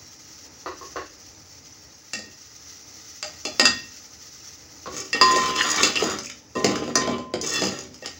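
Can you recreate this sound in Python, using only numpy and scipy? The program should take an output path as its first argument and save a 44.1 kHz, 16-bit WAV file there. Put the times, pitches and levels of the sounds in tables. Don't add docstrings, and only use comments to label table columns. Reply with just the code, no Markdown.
import sys
import numpy as np
from scipy import signal
from scipy.fft import rfft, irfft
from scipy.io import wavfile

SR = 44100
rng = np.random.default_rng(int(sys.argv[2]) if len(sys.argv) > 2 else 0)


def output_pcm(signal):
    pcm = np.clip(np.atleast_2d(signal).T, -1, 1) * 32767
    wavfile.write(sys.argv[1], SR, np.round(pcm).astype(np.int16))


N = 361179
T = np.arange(N) / SR

# start in seconds, tick in dB,
# thud of the pot in dB, ring in dB, pitch rung hardest in Hz, high shimmer in dB.
LADLE_CLANGS = [(2.134, -27, -43, -29, 2330, -40), (3.227, -26.5, -57, -36.5, 2560, -60),
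                (3.452, -25.5, -32, -30, 3400, -58), (3.596, -12, -24, -17.5, 2060, -19.5),
                (3.654, -12, -26.5, -16, 2700, -16), (5.130, -23, -40, -19, 2200, -26),
                (5.213, -12.5, -24.5, -19, 3020, -12.5), (5.361, -24.5, -22.5, -22.5, 1850, -43),
                (5.832, -14.5, -24.5, -17.5, 3120, -42), (5.956, -24.5, -35, -26, 2580, -44),
                (6.553, -41, -31, -37, 2530, -57), (6.955, -19, -20.5, -18.5, 1400, -33),
                (8.024, -46, -37, -38.5, 1900, -56), (8.059, -29, -40, -48, 2160, -51)]
# start in seconds, thud in dB, tick in dB.
BASE_BUMPS = [(2.19, -42.5, -35.5), (4.872, -33.5, -52), (6.022, -19, -34), (6.645, -13.5, -20.5),
              (6.878, -30.5, -42), (7.075, -22, -36), (7.182, -34, -42.5), (7.338, -21, -30.5),
              (7.620, -23.5, -26.5)]
# start in seconds, scratch in dB, clank of the wall in dB.
EDGE_CATCHES = [(5.361, -30, -38), (5.561, -26, -38), (6.187, -29.5, -35), (6.299, -35.5, -37.5),
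                (6.644, -22, -36), (6.757, -31.5, -29.5), (6.955, -16, -30), (7.413, -26, -58),
                (7.472, -27, -47), (7.789, -33.5, -58), (7.943, -41.5, -52)]
# pitch in Hz, level in dB, seconds to die by 60 dB.
LADLE_TONES = [(1740, -12, .12), (1825, -8, .16), (1861, -2, .32), (2680, -10, .18), (2698, 1, .36),
               (3445, -3, .25), (4213, -4, .2)]
# pitch in Hz, level in dB, seconds to die by 60 dB.
SHIMMER_TONES = [(4762, -2, .24), (4892, 0, .27), (4969, -7, .22), (5087, -2, .2), (5150, -4, .14),
                 (5230, -9, .14), (5776, -13, .18), (6218, -10, .12), (6720, -12, .16), (7380, -12, .12),
                 (8290, -27, .2)]
# pitch in Hz, level in dB, seconds to die by 60 dB.
POT_TONES = [(192, -15, 0.75), (255.9, 2, 0.75), (314, 10, 0.12), (381.7, 2, 0.4), (448, 0, 0.18),
             (478, 9, 0.096), (573, -3.5, 0.55), (634, 0, 0.35), (808.6, 2, 0.2)]
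# frequency in Hz, level in dB.
THUD_COLOUR = [(50, -26), (130, -13.5), (220, -4), (450, 1), (650, -3), (900, -14), (1500, -76),
               (4000, -68)]
# frequency in Hz, level in dB.
CLANK_COLOUR = [(400, -10), (900, -3.5), (1230, 6), (1550, 0), (2000, 1), (2900, -0.5), (4000, -4),
                (9000, -34)]
# frequency in Hz, level in dB.
TICK_COLOUR = [(600, -27), (2000, -14.5), (2800, -40), (3800, -9), (4900, 10.5), (5600, -5.5), (6800, 0),
               (7500, -0.5), (8200, -20), (10000, -18.5), (13000, -46), (15500, -21)]
# frequency in Hz, level in dB.
GRIT_COLOUR = [(600, -58), (2000, -36), (2800, -14), (3900, -23), (5100, 5), (5550, -5), (6200, 1.5),
               (6800, -2), (7450, -9), (8200, -20), (10000, -24.5), (13500, -38), (15400, -18)]
CLANK_DB = -6.0
BUMP_CLANK_DB = -8.5


def blow(mix, s, tick_db, clank_db, thud_db):
    add(mix, s, amp(tick_db) * burst(TICK_COLOUR, t60=0.028))
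    add(mix, s, amp(clank_db) * burst(CLANK_COLOUR, t60=0.014))
    add(mix, s, amp(thud_db) * burst(THUD_COLOUR, t60=0.04))
    add(mix, s, amp(thud_db - 25) * ring(POT_TONES))


def clanks():
    blows, rings = np.zeros((2, N))
    for s, tick_db, thud_db, ring_db, centre_hz, shimmer_db in LADLE_CLANGS:
        blow(blows, s, tick_db, tick_db + CLANK_DB, thud_db)
        add(rings, s, amp(ring_db) * ring(LADLE_TONES, centre_hz, fall_db=25))
        add(rings, s, amp(shimmer_db - 4.5) * ring(SHIMMER_TONES))
    for s, thud_db, tick_db in BASE_BUMPS:
        blow(blows, s, tick_db, thud_db + BUMP_CLANK_DB, thud_db)
    for s, scratch_db, clank_db in EDGE_CATCHES:
        scratch = amp(scratch_db) * burst(GRIT_COLOUR, t60=0.028)
        clank = amp(clank_db) * burst(CLANK_COLOUR, t60=0.017)
        add(blows, s, scratch + clank)
    rings = rings + amp(-9) * kitchen(rings)
    return blows + amp(-3.0) * kitchen(blows) + rings


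# start in seconds, level in dB, moment of damping in seconds.
BOWL_RINGS = [(3.596, -32, 3.66), (5.212, -11.3, 5.85), (6.554, -28, 6.9), (6.953, -24.5, 7.8)]
# pitch in Hz, level in dB, seconds to die by 60 dB.
BOWL_TONES = [(372, -14, .7), (1033.5, 0, 1.25), (1168, -4, .2), (1245, -4, .1), (1860, -8, .65)]


def bowl_rings():
    out, t = np.zeros(N), T[:SR]
    for s, db, stop_s in BOWL_RINGS:
        damping = amp(-110 * np.maximum(t - (stop_s - s), 0))
        add(out, s, amp(db) * ring(BOWL_TONES) * damping)
    return out


# start in seconds, level in dB, pitch in Hz.
POT_BOOMS = [(2.16, -39.5, 213), (3.62, -23.5, 250.5), (6.022, -27, 318), (6.03, -29, 205),
             (6.554, -31, 248), (6.645, -25, 200), (6.84, -30, 241), (6.98, -26, 253.5),
             (7.076, -20.5, 241.8), (7.619, -25, 194)]


def pot_booms():
    out = np.zeros(N)
    for s, db, hz in POT_BOOMS:
        add(out, s, amp(db) * ring([(hz, 3, .36)], rise_s=0.011))
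    return out


# start in seconds, length in seconds, scraping on bare metal in dB,
# grinding on the wall in dB, push on the pot in dB, change of pressure over the stroke in dB.
LADLE_STROKES = [(4.912, 0.077, -41, -44.5, -44, 9.5), (5.139, 0.067, -53, -27.5, -25, -8),
                 (5.228, 0.27, -30, -26, -31, 1.5), (5.547, 0.31, -27, -26, -32, 3.5),
                 (5.955, 0.18, -26, -24.5, -30.5, -6.5), (6.23, 0.041, -26.5, -45, -52, -15.5),
                 (6.554, 0.055, -34, -33, -21, -6), (6.632, 0.27, -35.5, -30.5, -21, -9.5),
                 (6.961, 0.18, -45, -30.5, -23, -3.5), (7.422, 0.16, -30, -37, -37, 7),
                 (7.607, 0.21, -26.5, -27, -22, -16.5), (8.039, 0.024, -40, -36.5, -39.5, -5.5)]
BITE_S, LIFT_DB_PER_S = .008, 207
ROCK_DB, ROCK_FALL_DB_PER_S = -3.0, 134


def pressure():
    power = np.zeros((3, N))
    for s, length, scrape_db, grind_db, push_db, change_db in LADLE_STROKES:
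        bite = np.clip((T - s) / BITE_S, 0, 1)
        press = amp(change_db * np.clip((T - s) / length, 0, 1))
        stroke = bite * press * fade(s + length, LIFT_DB_PER_S)
        power += np.outer(amp([scrape_db, grind_db, push_db]), stroke) ** 2
    for s, thud_db, _ in BASE_BUMPS:
        rocking = amp(thud_db + ROCK_DB) * (T > s) * fade(s, ROCK_FALL_DB_PER_S)
        power[2] += rocking ** 2
    return np.sqrt(power)


def travelling(x, spectrum, t60, turns_per_s=2.4, count=3):
    angle = 2 * np.pi * turns_per_s * T
    places = [np.maximum(np.cos(angle - 2 * np.pi * k / count), 0) for k in range(count)]
    sound = sum(through(x * place, burst(spectrum, t60)) for place in places)
    return sound / np.linalg.norm(places, axis=0)


# frequency in Hz, level in dB.
RUMBLE_COLOUR = [(35, -60), (55, 3), (72, 1.5), (110, -0.5), (200, 2), (260, 5), (450, 12), (700, -9.5),
                 (1000, -20.5), (2000, -61)]


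def stirring():
    scrape, grind, push = pressure()
    slips = scrape * unit(clicks(per_s=1100, spread_db=4.0) * amp(2.2 * wander(rate_hz=110)))
    catches = grind * unit(clicks(per_s=1000, spread_db=3.0) * amp(2.0 * wander(rate_hz=70)))
    judder = push * clicks(per_s=350, spread_db=3.5)

    metal = amp(-2.5) * travelling(slips, GRIT_COLOUR, t60=0.025)
    metal += amp(-17.5) * through(slips, ring(SHIMMER_TONES))
    metal += amp(-16) * through(slips, ring(LADLE_TONES))
    wall = amp(-4.0) * travelling(catches, CLANK_COLOUR, t60=0.04)
    base = amp(-7.5) * colour(judder, RUMBLE_COLOUR) + amp(-8.5) * through(judder, ring(POT_TONES))
    out = metal + wall + base
    return out + amp(-9.0) * kitchen(out)


# loudest moment in seconds, level in dB.
LADLE_SINGING = [(5.3, -33), (5.6, -30), (7.562, -24)]
SING_RISE_DB_PER_S, SING_FALL_DB_PER_S = 211, 121


def singing():
    bowed = np.zeros(N)
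    for mode in LADLE_TONES:
        bowed += amp(mode[1]) * unit(through(rng.standard_normal(N), ring([mode])))
    bowing = np.zeros(N)
    for s, db in LADLE_SINGING:
        swell = amp(db - SING_RISE_DB_PER_S * np.maximum(s - T, 0))
        bowing += swell * fade(s, SING_FALL_DB_PER_S)
    return unit(bowed) * bowing


# start in seconds, length in seconds, level in dB, pitch halfway through in Hz.
EDGE_CHATTER = [(5.564, 0.07, -23, 3060), (5.581, 0.057, -20, 1820), (5.949, 0.043, -21, 2770),
                (6.04, 0.11, -30.5, 1300), (6.232, 0.11, -40, 2410)]
CHATTER_SAG = 0.13
CHATTER_WIDTH_HZ = 490


def chattering():
    slips, chatter = clicks(per_s=1500, spread_db=5), np.zeros(N)
    for s, length, db, hz in EDGE_CHATTER:
        during = slips[round(s * SR):round((s + length) * SR)]
        progress = np.linspace(0, 1, len(during))
        falling_hz = hz * (1 - CHATTER_SAG * (progress - .5))
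        note = unit(resonate(during, falling_hz, width_hz=CHATTER_WIDTH_HZ))
        add(chatter, s, amp(db) * np.sin(np.pi * progress) * note)
    return amp(-3.0) * chatter + amp(-16) * kitchen(chatter)


# start in seconds, level in dB.
PASTE_TAPS = [(3.226, -34), (3.452, -34), (3.596, -26)]
# pitch in Hz, level in dB, seconds to die by 60 dB.
SPOON_TONES = [(510, -7, 0.13), (613, 2, 0.17), (702, -5, 0.21), (800, 6, 0.052), (1276, -15, 0.34)]


def spoon_taps():
    near = np.zeros(N)
    for s, db in PASTE_TAPS:
        add(near, s, amp(db - 10) * ring(SPOON_TONES))
    return near + amp(5.5) * kitchen(near)


# start in seconds, level in dB.
FAR_KNOCKS = [(0.66, -30), (.666, -34.5), (.812, -39), (0.831, -53), (0.959, -29), (.966, -33),
              (4.858, -34.5), (4.875, -47)]
# frequency in Hz, level in dB.
KNOCK_SPECTRUM = [(88, -19), (150, -32), (258, -29), (362, -3), (914, -13.5), (1100, -0.5), (1290, -12.5),
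                  (1840, -18.5), (2240, -30), (2730, -22), (3150, -32), (4500, -25.5), (5850, -47),
                  (9900, -120)]
# pitch in Hz, level in dB, seconds to die by 60 dB.
KNOCK_TONES = [(385, -3, 0.03), (526, -2, 0.05), (900, -5, 0.04), (1080, -6, 0.05), (1430, -8, .06),
               (1725, -9, .05)]


def far_knocks():
    far = np.zeros(N)
    for s, db in FAR_KNOCKS:
        add(far, s, amp(db + 1.5) * burst(KNOCK_SPECTRUM, t60=0.022))
        add(far, s, amp(db - 12) * ring(KNOCK_TONES))
    return amp(-1.0) * far + amp(1.0) * kitchen(far)


# time in seconds, level in dB.
FRYING_LEVEL = [(0, -44.5), (2.4, -44), (3.6, -40), (4.8, -43), (5.3, -38), (6.4, -50.5), (7.3, -57),
                (8.19, -46)]
# frequency in Hz, level in dB.
SIZZLE_COLOUR = [(590, -32), (1000, -25), (1280, -5.5), (1570, -14.5), (2080, -4.5), (2250, -16),
                 (2390, -10.5), (3980, -10), (4520, -3), (5970, 4.5), (7190, -6.5), (8070, -21.5),
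                 (13400, -26.5), (14900, -19), (16000, -1)]


def frying():
    pops = colour(clicks(per_s=5000, spread_db=-1.0), SIZZLE_COLOUR) * amp(2.0 * wander(rate_hz=20))
    bubbles = np.zeros(N)
    for hz in rng.uniform(1168, 12000, size=40):
        bursts = clicks(per_s=20, spread_db=2.5)
        bubbles += amp(read(SIZZLE_COLOUR, hz)) * through(bursts, ring([(hz, 0, .04)]))
    oil = (pops + amp(-10.5) * unit(bubbles)) * amp(.8 * wander(rate_hz=3))
    level = amp(np.interp(T, *np.transpose(FRYING_LEVEL)))
    return unit(oil + amp(-12.5) * kitchen(oil)) * level


# frequency in Hz, level in dB.
FLAME_COLOUR = [(15, -80), (25, -19), (81, 3), (189, -7.5), (221, -7), (324, 0), (357, -13), (433, -6),
                (687, -13), (866, -9.5), (991, -14.5), (1270, -17.5), (2500, -17.5), (3250, -46),
                (5500, -120)]
FLAME_DB, FLAME_FLICKER_DB = -54, 1.6


def gas_flame():
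    rush = colour(rng.standard_normal(N), FLAME_COLOUR, size=8192)
    return amp(FLAME_DB) * unit(rush * amp(FLAME_FLICKER_DB * wander(rate_hz=4.4)))


# frequency in Hz, seconds to die by 60 dB.
KITCHEN_DECAY = [(150, 0.95), (400, 0.21), (1000, 0.26), (2800, 0.41), (7000, 0.27), (15000, 0.075)]


def kitchen(x, gap_s=0.00456):
    taps = rng.standard_normal(SR) * (rng.random(SR) < .1) * (T[:SR] > gap_s)
    hz, t, z = signal.stft(taps, SR, nperseg=256)
    decay = amp(-60 * t / read(KITCHEN_DECAY, hz)[:, None])
    return through(x, signal.istft(z * decay, SR, nperseg=256)[1])


def amp(db):
    return 10 ** (np.asarray(db) / 20)


def unit(x):
    return x / np.sqrt(np.mean(x ** 2) + 1e-20)


def read(points, hz):
    f, value = np.transpose(points)
    return np.interp(np.log(hz + 1), np.log(f + 1), value)


def add(mix, s, sound):
    part = mix[round(s * SR):][:len(sound)]
    part += sound[:len(part)]


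def fade(s, db_per_s):
    return amp(-db_per_s * np.maximum(T - s, 0))


def through(x, response):
    return signal.oaconvolve(x, response / np.linalg.norm(response))[:len(x)]


def colour(x, spectrum, size=2048):
    log_gain = np.log(amp(read(spectrum, abs(np.fft.fftfreq(size, 1 / SR)))))
    return through(x, np.fft.ifft(np.exp(np.conj(signal.hilbert(log_gain)))).real)


def ring(modes, centre_hz=2700, fall_db=0, rise_s=0.0019):
    t, out = T[:SR], np.zeros(SR)
    for hz, db, t60 in modes:
        start_db = db - fall_db * np.log2(hz / centre_hz) ** 2
        out += amp(start_db - 60 * t / t60) * np.sin(2 * np.pi * hz * t)
    return out * (1 - np.exp(-t / rise_s))


def burst(spectrum, t60, size=260):
    t = T[:SR // 3]
    sound = colour(rng.standard_normal(len(t)) * amp(-60 * t / t60), spectrum)
    return sound / np.sqrt(np.mean(sound[:size] ** 2))


def clicks(per_s, spread_db):
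    size = amp(spread_db * np.minimum(rng.exponential(1, N), 5)) * rng.choice([-1, 1], N)
    return unit(size * (rng.random(N) < per_s / SR))


def wander(rate_hz):
    smoothing = 1 + (np.fft.rfftfreq(N, 1 / SR) / rate_hz) ** 4
    return unit(irfft(rfft(rng.standard_normal(N)) / smoothing, N))


def resonate(x, hz, width_hz):
    turn = np.exp(2j * np.pi * np.cumsum(hz) / SR)
    r = np.exp(-np.pi * width_hz / SR)
    return (turn * signal.lfilter([1], [1, -2 * r, r * r], x / turn)).real


def scene():
    ladle = clanks() + bowl_rings() + stirring() + singing() + chattering()
    return (ladle + pot_booms() + spoon_taps() + far_knocks() + frying() + gas_flame())[None]


OVERLOAD = .95
EDGE_HZ = 15800


def record(dry):
    thin = signal.sosfilt(signal.butter(3, 60, "high", fs=SR, output="sos"), dry)
    clipped = np.clip(thin, -OVERLOAD, OVERLOAD)
    lowpass = signal.firwin(511, EDGE_HZ, window=("kaiser", 9), fs=SR)
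    return signal.oaconvolve(clipped, lowpass[None], "same")


dry = scene()
out = record(dry)
output_pcm(out)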